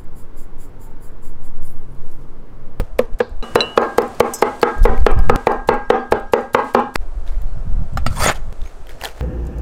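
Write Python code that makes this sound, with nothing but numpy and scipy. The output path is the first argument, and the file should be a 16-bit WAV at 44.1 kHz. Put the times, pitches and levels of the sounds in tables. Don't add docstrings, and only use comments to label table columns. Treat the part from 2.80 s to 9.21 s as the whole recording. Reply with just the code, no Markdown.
import sys
import numpy as np
from scipy import signal
from scipy.fft import rfft, irfft
from scipy.io import wavfile
from scipy.ndimage import uniform_filter1d

SR = 44100
rng = np.random.default_rng(int(sys.argv[2]) if len(sys.argv) > 2 else 0)


def magnitude_from_level(level_db):
    exponent = np.asarray(level_db, float) / 20
    return 10 ** exponent


def waveform_to_disk(signal):
    frames = np.transpose(np.atleast_2d(signal))
    scaled = np.clip(frames, -1, 1) * 32767
    samples = np.round(scaled).astype(np.int16)
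    wavfile.write(sys.argv[1], SR, samples)


N = 282681

# (time [s], peak [dB], edge crack [dB], yard [dB], bowls [dB])
BLOWS_NEAR = [
    (0, -20, -25, -14, -44),
    (0.188, 1.5, -50.5, -16, -40),
    (0.4005, 0.5, -52.5, -14.5, -42),
]
BLOWS_A = [(.545, -7.5, -13, 5.5, 8.5), (0.753, 3.5, -12.5, -4, 2), (0.973, 6, -28, -3.5, 3.5),
           (1.18, 3, -15, -5.5, -34), (1.401, 7.5, -15, -6, -6), (1.621, 5, -23, -5, -5),
           (1.827, 8, -33, -5.5, 2.5), (2.05, 0.5, -20, -1.5, 3), (2.262, 10, -59, -5.5, -2.5),
           (2.494, 8, -21, -6, 2)]
BLOWS_B = [(2.46, 4, -37, -0.5, 1), (2.667, 1.1, -44, -1.8, 3), (2.886, 2.3, -26, -3, 6.5),
           (3.099, 1.3, -39, -1.8, 6.5), (3.319, 4.6, -19.5, -6.5, -4), (3.532, 1.8, -23, -4, 1),
           (3.744, 3.4, -38, -1.5, 1.5), (3.945, 2.9, -21.5, -1.1, 2), (4.1551, 8.7, -32, -1.7, 21)]


def chops(rows, board, bite_db, walls):
    # (frequency [Hz], level [dB], T60 [s])
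    bowl_modes = [(1261, -48, 0.6), (1405, -34, 0.13), (1560, -53, 0.39), (1613, -46, 0.8),
                  (1727, -55, 0.31)]
    drive_db, landing_s = -0.5, .0032
    spot_spread, stance_spread = .018, .07
    air_wobble_s = .00025
    s, peak_db, crack_db, yard_db, bowls_db = np.transpose(rows)
    force_db, bite_db = peak_db + drive_db, np.array(bite_db)
    contact = s + landing_s - .001
    knock = strike(contact, force_db - 5, board[:3], spread_db=1.2, contact_s=.0044)
    knock += strike(contact, force_db - 5 + bite_db, board[3:], spread_db=2, contact_s=.0044)

    s = s + landing_s
    knock += burst(s, force_db + bite_db - 19.5, [1100, 2800], t60=0.036)
    knock += burst(s, force_db + bite_db - 17.5, [600, 1150], t60=0.078)
    knock += burst(s, force_db + bite_db - 44, [2000, 4500], t60=0.0047)
    knock = cut(knock, 215, "high", order=5)

    edge = burst(s, crack_db - 7, [3000, 15000], t60=0.012)
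    edge += burst(s, crack_db - 9, [2500, 15000], t60=0.012, ahead=True)
    edge += burst(s, peak_db - 25.5, [500, 2500], t60=0.015, ahead=True)

    t = np.arange(N) / SR
    blow = np.clip(np.searchsorted(s - .02, t) - 1, 0, None)
    knock = stretch(knock, s, blow, spot_spread * rng.uniform(-0.39, 1, len(s)))
    send = magnitude_from_level(yard_db[blow]) * (knock + 0.79 * cut(edge, 6000, "low"))

    facing = rng.uniform(-0.93, 1, len(s))[blow]
    echo = signal.fftconvolve(send * np.cos(facing), walls[0])[:N]
    echo += signal.fftconvolve(send * np.sin(facing), walls[1])[:N]
    blow = np.clip(np.searchsorted(s, t) - 1, 0, None)
    echo = stretch(echo, s, blow, -stance_spread * rng.random(len(s)), air_wobble_s * drift(13.8))
    return knock + edge + echo + strike(s, peak_db + bowls_db + 9, bowl_modes, spread_db=2.0)


def shearing():
    # (start [s], length [s], level [dB])
    shears = [(0.186, 0.0072, -38), (0.387, .01, -45), (0.749, 0.0098, -34), (0.964, .014, -44),
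              (1.178, 0.011, -29.5), (1.398, 0.0047, -24), (1.617, 0.0089, -32), (1.821, 0.014, -40),
              (2.029, 0.024, -37.5), (2.247, 0.024, -43.5), (2.486, 0.0075, -45), (2.663, 0.0081, -46),
              (2.874, 0.011, -39.5), (3.095, 0.0085, -48), (3.31, .012, -42.5), (3.523, 0.017, -41),
              (3.733, 0.02, -38.5), (3.937, .012, -43), (4.141, 0.017, -43.5)]
    gate = np.zeros(N)
    for s, length, db in shears:
        gate[int(s * SR):int((s + length) * SR)] = magnitude_from_level(db)
    grain = rng.standard_normal(N) * magnitude_from_level(2.5 * np.minimum(rng.exponential(1, N), 4))
    return uniform_filter1d(gate, size=40) * rms_one(cut(grain, [3500, 14500], "band"))


def yard():
    # (frequency [Hz], T60 [s])
    decay = [(150, 0.71), (400, 0.22), (1040, 0.32), (2760, 0.29), (7280, 0.41), (15000, 0.24)]
    # (frequency [Hz], level [dB])
    wall_return = [(150, -25), (200, -27), (250, 0), (450, -6), (1000, -3), (2000, -5), (4000, -9.5),
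                   (8000, -12), (15000, -54)]
    # (delay [s], spread [s], level over the diffuse return [dB])
    big_walls = [
        (0.045, 0.0032, 2.5),
        (0.053, 0.005, 2),
    ]
    t = np.arange(SR) / SR
    edges, out = 170 * 2 ** np.arange(0, 6.6, .25), 0
    for low, high in zip(edges, edges[1:]):
        hz = np.sqrt(low * high)
        band = cut(rng.standard_normal(SR), [low, high], "band")
        power = uniform_filter1d(band ** 2, size=int(2 * SR / hz))
        band *= band.std() / np.sqrt(power + .3 * band.var())
        out = out + band * magnitude_from_level(at_hz(wall_return, hz) - 60 * t / at_hz(decay, hz))
    out *= magnitude_from_level(-29.5) * (1.46 + np.clip(t / 0.22, 0, 1) ** 0.5) * (t > .003)
    return out * magnitude_from_level(sum(db * np.exp(-((t - lag) / spread) ** 2) for lag, spread, db in big_walls))


def blade():
    # (time [s], peak [dB], brightness [dB])
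    catches = [(5.328, -27.5, 7), (5.376, -24, -12), (5.408, -22, -6), (5.461, -1, -16), (5.474, -12, -10),
               (5.491, -6, -8), (5.51, -8, -10)]
    # (frequency [Hz], level [dB], T60 [s])
    modes = [(255, -2, 0.12), (680, 3.5, 0.03), (835, 2.5, 0.039), (1305, 5.5, 0.029), (1770, -3, 0.054),
             (2170, -10, 0.049), (2920, -49, 0.014), (3460, -5, 0.06), (4210, -15, 0.036),
             (4600, -12, 0.083), (5300, -8, 0.014), (6650, -25, 0.058), (7450, -7, 0.034),
             (8800, -3, 0.076), (10100, -40, 0.1), (13000, -15, .06), (13500, -25, .06)]
    # (time [s], peak [dB])
    laid = [
        (5.172, -19.5),
        (5.2634, -13.5),
    ]
    # (frequency [Hz], level [dB], T60 [s])
    heel = [(244, -1, .08), (780, -3, .035), (1227, -6, .04), (1357, 2, .03), (1798, -6, .04),
            (2200, -11, .03), (2800, -14, .02), (3370, -20, .05), (4100, -12, .03), (5222, -13, .035),
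            (6718, -16, .04), (7500, -19, .03), (8489, -19, .07), (13100, -26, .04)]
    tip = [(230, 0, .1), (750, -1, .035), (1319, 0, .045), (1900, -4, .035), (2300, -9, .025),
           (2810, -11, .04), (3510, -17, .04), (4150, -13, .03), (4635, -14, .05), (5249, -11, .03),
           (6783, -18, .04), (7500, -18, .03), (8538, -22, .07), (13100, -26, .04)]
    # (time [s], level [dB], brightness [dB])
    scrape = [(5.3, -93.5, 48), (5.342, -47.5, 4), (5.4, -27.5, -0.5), (5.44, -22.5, 0.5), (5.465, -19, -4),
              (5.5, -15.5, -19), (5.524, -25.5, -5.5), (5.545, -50, -17), (5.6, -68, -12)]
    # (peak time [s], half length [s], frequency [Hz], level [dB])
    singing = [(5.324, 0.017, 1330, -37.5), (5.385, 0.016, 1020, -25.5), (5.41, 0.016, 950, -25),
               (5.39, 0.015, 8750, -35.5), (5.435, 0.019, 4680, -27), (5.44, 0.029, 9030, -31),
               (5.465, .02, 1990, -23), (5.475, 0.0069, 6800, -17), (5.46, .012, 3420, -24),
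               (5.495, .015, 1510, -24.5), (5.497, .012, 6930, -28), (5.563, .01, 3170, -47)]

    s, peak_db, bright_db = np.transpose(catches)
    held = [(hz, db, .5 * t60) for hz, db, t60 in modes]
    taps = strike(s, peak_db - 16, held[1:6], spread_db=4, contact_s=0.004)
    taps += strike(s, peak_db - 21.5 + bright_db, held[6:], spread_db=5, contact_s=0.0024)
    for (at, db), end_modes in zip(laid, [heel, tip]):
        taps += strike([at], [db], end_modes, spread_db=.5, contact_s=.0035)
    at, db = np.transpose(laid)
    taps += burst(at, db - 15, [400, 2600], t60=0.12) + burst(at, db - 14, [2600, 15000], t60=0.0092)

    stroke_db, shine_db = in_time(scrape, left=-103.0)
    contacts = rng.random(N) < 8000 / SR
    grain = rng.standard_normal(N) * magnitude_from_level(1.6 * rng.exponential(1, N)) * contacts * magnitude_from_level(1.4 * drift(60))
    wander = drift(25)
    fed = [grain * magnitude_from_level(4 * np.roll(wander, 9000 * k)) for k in range(len(modes))]
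    low = sum(magnitude_from_level(db) * ring(g, hz, .4 * min(t60, .05)) for g, (hz, db, t60) in zip(fed, modes[:7]))
    high = sum(magnitude_from_level(db) * ring(g, hz, 0.4 * t60) for g, (hz, db, t60) in zip(fed[7:], modes[7:]))
    body = 1.3 * rms_one(low) + 0.99 * rms_one(cut(grain, [450, 2600], "band"))
    shine = .45 * rms_one(high) + .85 * rms_one(cut(grain, [2300, 9000], "band", order=1))
    out = taps + magnitude_from_level(stroke_db) * (body + magnitude_from_level(shine_db) * shine)

    bell_t = np.arange(-4000, 4000) / SR
    for at, half, hz, db in singing:
        i = int(at * SR) - 4000
        tone = rms_one(ring(rng.standard_normal(8000), hz, .025))
        out[i:i + 8000] += magnitude_from_level(db) * np.exp(-(bell_t / half) ** 2) * tone
    return out


def pods():
    # (time [s], peak [dB], frequency [Hz])
    cracks = [(0.1905, -6.5, 2150), (0.3934, -32, 2090), (2.1782, -22.5, 2210), (4.4775, -31.5, 3700),
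              (4.5456, -39, 2170), (5.8172, -30.5, 3590), (5.86, -31, 2270), (5.838, -38, 3600),
              (5.875, -33, 2200), (6.0696, -32, 3120), (6.071, -37, 2000), (6.093, -27, 1700),
              (6.094, -30, 3260), (6.107, -30, 2100), (6.222, -20, 890), (6.2235, -22.5, 1950),
              (6.237, -16, 850), (6.238, -19, 4600), (6.247, -14.5, 4100), (6.2485, -19.5, 7000),
              (6.251, -19.5, 860), (6.262, -21, 900), (6.2138, -17, 2830), (6.2385, -14, 1780),
              (6.2495, -13, 1780), (6.2547, -9, 3230), (6.2876, -25, 2840)]
    # (time [s], peak [dB], frequency [Hz])
    smacks = [(0.4943, -39, 7600), (.567, -43, 3600), (1.0324, -32, 6000), (1.3477, -31, 4700),
              (1.7558, -37, 4540), (1.8621, -38, 4590), (3.609, -35, 7000), (3.845, -33, 8000),
              (1.0156, -22.5, 6600), (1.2196, -21, 5180), (1.279, -29, 7540), (1.7966, -27, 8300),
              (1.8155, -14, 4530), (1.982, -29, 6800), (2.0398, -13.5, 5230), (2.203, -26, 4680),
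              (2.3141, -14, 8300), (2.39, -21, 4900), (2.7182, -24, 4830), (2.941, -29, 7800),
              (3.3985, -34, 8040), (3.7898, -33, 4940), (3.9962, -29, 8000), (4.618, -30, 13500),
              (5.136, -37, 7600), (6.3083, -37, 5050)]
    # (peak time [s], peak [dB], rise [s], fall [s])
    rubs = [(.006, -43, 0.0049, 0.21), (.204, -36, .008, 0.11), (.336, -41, 0.0084, 0.021),
            (4.222, -46, 0.094, 0.041), (4.465, -39.5, 0.0066, 0.28), (4.62, -56, 0.033, 0.069),
            (5.822, -44, .03, .006), (5.856, -40.5, 0.092, 0.22), (6.092, -35.5, 0.015, 0.16),
            (6.218, -34, 0.041, 0.062), (6.253, -23.5, 0.052, 0.1), (6.29, -49, 0.051, 0.071),
            (5.557, -27, 0.028, 0.044), (6.405, -37, 0.16, .05)]
    # (frequency [Hz], density [dB per Hz])
    slice_spectrum = [(240, -23), (400, -0.5), (814, 0), (1010, -10), (1730, -5), (2180, -9.5), (3260, -14),
                      (6050, -17.5), (16000, -28.5)]
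    # (peak time [s], peak [dB], rise [s], fall [s])
    squelch = [
        (.425, -48.5, 0.043, 0.17),
    ]
    grain = rng.standard_normal(N) * magnitude_from_level(3.6 * np.minimum(rng.exponential(1, N), 4)) * magnitude_from_level(2.3 * drift(120))
    rub = rms_one(colour(grain, slice_spectrum)) * magnitude_from_level(-5.5) * strokes(rubs)
    wet = rms_one(cut(rng.standard_normal(N), [3600, 4800], "band"))
    suck = strokes(squelch) * wet * magnitude_from_level(0.72 * drift(50))
    snapping = snaps(cracks, 0.0085, above_hz=350, tone=0.82)
    smacking = snaps(smacks, 0.018, above_hz=500, tone=0.25)
    return snapping + smacking + rub + suck


def crockery():
    # (time [s], peak [dB], extra level of the long ring [dB])
    clinks = [
        (0.626, -41, 15),
        (0.759, -26.5, 8),
        (0.806, -15, -2),
    ]
    # (frequency [Hz], level [dB], T60 [s])
    glass_modes = [(1730, -13, 0.12), (2767, -2, 0.22), (2918, -12, 0.63), (3978, 9.5, 0.058),
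                   (5340, -8, .1), (5860, -3, 0.04), (7300, -16, .06), (7840, -24, .15), (8586, -13, 0.071),
                   (11030, -19, 0.08)]
    # (time [s], peak [dB])
    rattle = [
        (1.536, -15),
        (1.539, -24.5),
        (1.543, -31),
        (1.586, -33),
        (1.601, -61),
    ]
    # (frequency [Hz], level [dB], T60 [s])
    steel_modes = [(5206, -1, .25), (5308, -1, .25), (5880, 2, .09), (6126, -1, .12), (6471, -3, .15),
                   (6842, 4, .09), (7090, -1, .15), (7677, 1, .11), (8032, 1, .1), (8500, 9, .035),
                   (9921, -6, .08), (11500, -5, .07), (12680, -3, .069), (12860, -2, .099),
                   (13610, -6, .07), (14400, -4, .05)]
    glass_stop_s, steel_stop_s = .976, 1.624
    s, peak_db, long_db = np.transpose(clinks)
    glass = strike(s, peak_db - 4, glass_modes[:2] + glass_modes[3:], spread_db=1, contact_s=.0001)
    glass += strike(s, peak_db - 4 + long_db, glass_modes[2:3], spread_db=1, contact_s=.0001)

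    s, peak_db = np.transpose(rattle)
    thin = [(hz, db - 18, min(t60, .3)) for hz, db, t60 in steel_modes]
    steel = strike(s, peak_db, thin, spread_db=2, contact_s=.002)
    shimmer = burst(s, peak_db, [5200, 15000], t60=0.077) + 0.5 * burst(s, peak_db, [5200, 6800], t60=0.24)
    steel += magnitude_from_level(-15) * cut(shimmer, 5700, "high", order=4)
    t = np.arange(N) / SR
    return glass * magnitude_from_level(-14 * (t > glass_stop_s)) + steel * magnitude_from_level(-9 * (t > steel_stop_s))


def wind():
    # (peak time [s], half length [s], buffet [dB], flutter over the buffet [dB])
    gusts = [(.01, 0.032, -12.5, -16.5), (0.183, 0.12, -20.5, -32), (0.337, 0.031, -15, -40),
             (0.578, 0.062, -13.5, -43), (0.74, 0.037, -24.5, -40), (1.62, 0.04, -35, -23),
             (2.071, 0.066, 0, -18.5), (2.229, 0.039, 6.5, -39), (2.376, 0.071, 6.5, -19.5),
             (2.5, 0.072, -3.5, -14.5), (2.9, 0.25, -23, -35), (3.32, 0.083, -33, -20),
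             (3.454, 0.039, -23.5, -31), (4.159, 0.11, -11.5, -31), (4.51, 0.3, -17, -42),
             (4.66, 0.22, -14, -23.5), (4.967, 0.1, -9, -13.5), (5.224, 0.097, -11, -12.5),
             (5.396, 0.12, -18, -3), (5.63, 0.091, -15.5, -19.5), (5.82, 0.053, -16.5, -28.5),
             (6.002, 0.033, -22, -39), (6.13, 0.11, -28.5, -36)]
    # (frequency [Hz], density [dB per Hz])
    buffet_spectrum = [(2.9, -49.5), (5.0, 11.5), (23, 4.5), (30, -2), (70, -13.5), (91, -27.5),
                       (150, -120)]
    # (time [s], level [dB], sign)
    jolt_rows = [
        (0.6272, -43, -1),
        (2.5602, -2.5, -1),
        (5.727, -22.5, 1),
    ]
    calm_db = [-49, -38, -40.5, -34, -31.5]
    calm_flutter_db = [-48, -48, -49, -57, -48.5]
    shake_db, shake_t60_s = -32.5, 0.2
    s, half_s, buffet_db, flutter_db = np.transpose(gusts)
    buffet = rms_one(colour(rng.standard_normal(N), buffet_spectrum))
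    evened = buffet / np.sqrt(uniform_filter1d(buffet ** 2, size=6000) + 0.1)
    flutter = cut(cut(rng.standard_normal(N), [50, 150], "band"), 187, "low") * magnitude_from_level(4.3 * drift(10))
    blows = BLOWS_NEAR + BLOWS_A[1:] + BLOWS_B[1:-1]
    shake = strokes([(blow[0], blow[1] + shake_db, .01, shake_t60_s / 2) for blow in blows])
    jolts = np.zeros(N)
    for at, db, sign in jolt_rows:
        before = at - np.arange(N) / SR
        jolts += np.sign(sign) * magnitude_from_level(db) * np.exp(-np.abs(before) / 0.002) * (before > 0)
    stirred = swells(s, half_s, buffet_db + flutter_db, calm_flutter_db) + shake
    return swells(s, half_s, buffet_db, calm_db) * evened + stirred * rms_one(flutter) + jolts


def rustling():
    # (peak time [s], half length [s], level [dB])
    rustles = [(0.665, 0.24, -49), (1.55, 0.47, -48.5), (2.62, 0.14, -51), (3.607, 0.065, -54),
               (3.37, .04, -58), (3.79, 0.036, -52), (3.885, 0.05, -47), (5.396, 0.36, -60),
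               (6.4, 0.27, -67)]
    # (frequency [Hz], density [dB per Hz])
    hiss_spectrum = [(1470, 5.5), (2500, 4), (4700, 0), (5290, -1.5), (8240, -1), (13700, -15),
                     (16000, -13.5), (16500, -55)]
    hiss_db = [-65, -52, -62.5, -59, -56.5]
    hiss = rms_one(colour(rng.standard_normal(N), hiss_spectrum))
    return swells(*np.transpose(rustles), hiss_db) * magnitude_from_level(0.5) * hiss


def far_hum():
    # (frequency [Hz], density [dB per Hz])
    hum_spectrum = [(100, -67), (170, -19.5), (243, -9), (441, -9.5), (660, -8), (864, -13.5), (1350, -17),
                    (5650, -58.5), (6000, -72.5), (7800, -79.5), (13200, -120)]
    hum_db = [-48, -39.5, -69, -45.5, -46]
    level_db = np.take(hum_db, part_of(np.arange(N) / SR)) + 0.16 * drift(27)
    return magnitude_from_level(level_db) * rms_one(colour(rng.standard_normal(N), hum_spectrum))


def birds():
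    # (start [s], end [s], from [Hz], to [Hz], level [dB])
    chirps = [(3.03, 3.083, 4940, 5900, -63), (3.16, 3.263, 4600, 4700, -57),
              (3.446, 3.52, 5700, 5700, -65), (4.554, 4.666, 7200, 7260, -63),
              (4.628, 4.78, 4200, 4320, -63), (4.716, 4.848, 5440, 5360, -65),
              (5.83, 5.913, 6400, 6600, -53)]
    out, waver = np.zeros(N), magnitude_from_level(1.3 * drift(40))
    for start, end, from_hz, to_hz, level_db in chirps:
        i, n = int(start * SR), int((end - start) * SR)
        phase = 2 * np.pi * np.cumsum(np.linspace(from_hz, to_hz, n)) / SR
        out[i:i + n] += magnitude_from_level(level_db) * np.hanning(n) * np.sin(phase)
    return out * waver


def strike(times, peak_db, modes, spread_db, contact_s=0.00024):
    touches_db = [
        -17,
        0,
        -4,
        -7,
    ]
    touch_at = np.array([0, .25, .75, 1.25])
    out, chance = np.zeros(N), rng.standard_normal((len(times), 3, len(modes), 4))
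    for k, (hz, mode_db, t60) in enumerate(modes):
        clicks = np.zeros(N)
        lag = contact_s * (touch_at + 0.057 * np.abs(chance[:, 0, k]))
        at = ((np.array(times)[:, None] + lag) * SR).astype(int)
        size_db = np.array(peak_db)[:, None] + mode_db + touches_db
        size_db = size_db + spread_db * chance[:, 1, k, :1] + 2.2 * chance[:, 2, k]
        np.add.at(clicks, at, magnitude_from_level(size_db))
        out += ring(clicks, hz, t60)
    return out


def ring(clicks, hz, t60):
    r, w = magnitude_from_level(-60 / (t60 * SR)), 2 * np.pi * hz / SR
    return signal.lfilter([0, np.sin(w)], [1, -2 * r * np.cos(w), r * r], clicks + 1e-18)


def burst(times, peak_db, band_hz, t60, ahead=False):
    marks, tail = np.zeros(N), magnitude_from_level(-60 * np.arange(3000) / SR / t60)
    marks[(np.array(times) * SR).astype(int)] = magnitude_from_level(peak_db)
    if ahead:
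        shape = signal.fftconvolve(marks, tail[::-1])[2999:]
    else:
        shape = signal.fftconvolve(marks, tail)[:N]
    return shape * rms_one(cut(rng.standard_normal(N), band_hz, "band"))


def snaps(rows, t60, above_hz, tone):
    out, white = np.zeros(N), rms_one(cut(rng.standard_normal(N), above_hz, "high"))
    t = np.arange(1500) / SR
    for s, peak_db, hz in rows:
        i = int(s * SR)
        sound = tone * np.sin(2 * np.pi * hz * t) + 0.23 * white[i:i + len(t)]
        out[i:i + len(t)] += magnitude_from_level(peak_db - 60 * t / t60) * sound
    return out


def stretch(x, s, blow, share, wobble_s=0):
    t = np.arange(N) / SR
    return np.interp(s[blow] + (t - s[blow]) * (1 + share[blow]) + wobble_s, t, x)


def part_of(s):
    changes = [
        0,
        .6262,
        2.5585,
        4.1587,
        5.724,
        6.41,
    ]
    return np.minimum(np.searchsorted(changes, s, "right") - 1, len(changes) - 2)


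def strokes(rows):
    t = np.arange(0, N, 16) / SR
    gain = sum(magnitude_from_level(db - 30 * np.where(t < s, (s - t) / rise, (t - s) / fall)) for s, db, rise, fall in rows)
    return np.interp(np.arange(N) / SR, t, gain)


def swells(times, half_s, peak_db, calm_db):
    t = np.arange(0, N, 16) / SR
    part = part_of(t)
    power = magnitude_from_level(np.take(calm_db, part)) ** 2
    for s, half, db in zip(times, half_s, peak_db):
        power += (part == part_of(s)) * magnitude_from_level(db) ** 2 * np.exp(-2 * ((t - s) / half) ** 2)
    return np.interp(np.arange(N) / SR, t, np.sqrt(power))


def in_time(rows, left=None):
    s, *columns = np.transpose(rows)
    return [np.interp(np.arange(N) / SR, s, c, left, left) for c in columns]


def at_hz(points, hz):
    table_hz, value = np.transpose(points)
    return np.interp(np.log(hz), np.log(table_hz), value)


def colour(x, spectrum):
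    hz = np.fft.rfftfreq(len(x), 1 / SR) + 1
    return irfft(rfft(x) * magnitude_from_level(at_hz(spectrum, hz)), len(x))


def cut(x, hz, kind, order=2):
    return signal.sosfilt(signal.butter(order, hz, kind, fs=SR, output="sos"), x)


def drift(rate_hz):
    return rms_one(cut(rng.standard_normal(N + SR), rate_hz, "low")[SR:])


def rms_one(x):
    return x / np.sqrt(np.mean(x ** 2) + 1e-20)


def scene():
    # (frequency [Hz], level [dB], T60 [s])
    board_near = [(236, -4, 0.075), (495, 2, 0.045), (560, -10, 0.04), (1254, -12, 0.031),
                  (1620, -10, 0.012), (2200, -19.5, 0.017), (3300, -39, 0.0053)]
    board_yard = [(242.3, -9.5, 0.095), (481.4, 1.5, 0.039), (563, -4.5, 0.055), (650, -3.5, 0.043),
                  (816, -1, 0.034), (880, -25, 0.013), (1081, -4, 0.029), (1259, -6, 0.026),
                  (1620, -10.5, 0.02), (2014, -15, 0.027), (2330, -16, 0.0093), (3350, -42, 0.0064)]
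    bite_near_db = [3, -2, -0.5]
    bite_a_db = [-2.7, 0.5, 2.1, -2.7, -3.3, -0.7, -2.1, 2, 1.7, -2]
    bite_b_db = [.1, 0.5, 1.5, 3.1, 0.5, 1.5, 0.2, 1.5, -9]
    part, walls = part_of(np.arange(N) / SR), [yard(), yard()]
    chopping = (part == 0) * chops(BLOWS_NEAR, board_near, bite_near_db, walls)
    chopping += (part == 1) * chops(BLOWS_A, board_yard, bite_a_db, walls)
    chopping += (part == 2) * chops(BLOWS_B, board_yard, bite_b_db, walls)
    near = crockery() + blade()
    near += magnitude_from_level(-21.5) * signal.fftconvolve(near, walls[0])[:N]
    background = wind() + rustling() + far_hum() + birds()
    return (chopping + shearing() + near + pods() + background)[None]


def low_pass(x):
    return signal.sosfilt(signal.butter(12, 16850, fs=SR, output="sos"), x)


def record(dry):
    ceiling_db, release_db_s, grab_s = -3, 289.5, .004
    ramp = release_db_s * np.arange(N) / SR
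    over_db = np.maximum(20 * np.log10(np.abs(dry[0]) + 1e-9) - ceiling_db, 0)
    held_db = np.maximum.accumulate(over_db + ramp) - ramp
    r = np.exp(-1 / (grab_s * SR))
    duck_db = signal.lfilter([1 - r], [1, -r], held_db)
    clipped = np.clip(dry * magnitude_from_level(-duck_db), -1, 1)
    return low_pass(cut(clipped, 15600, "low", order=10))


dry = scene()
out = record(dry)
waveform_to_disk(out)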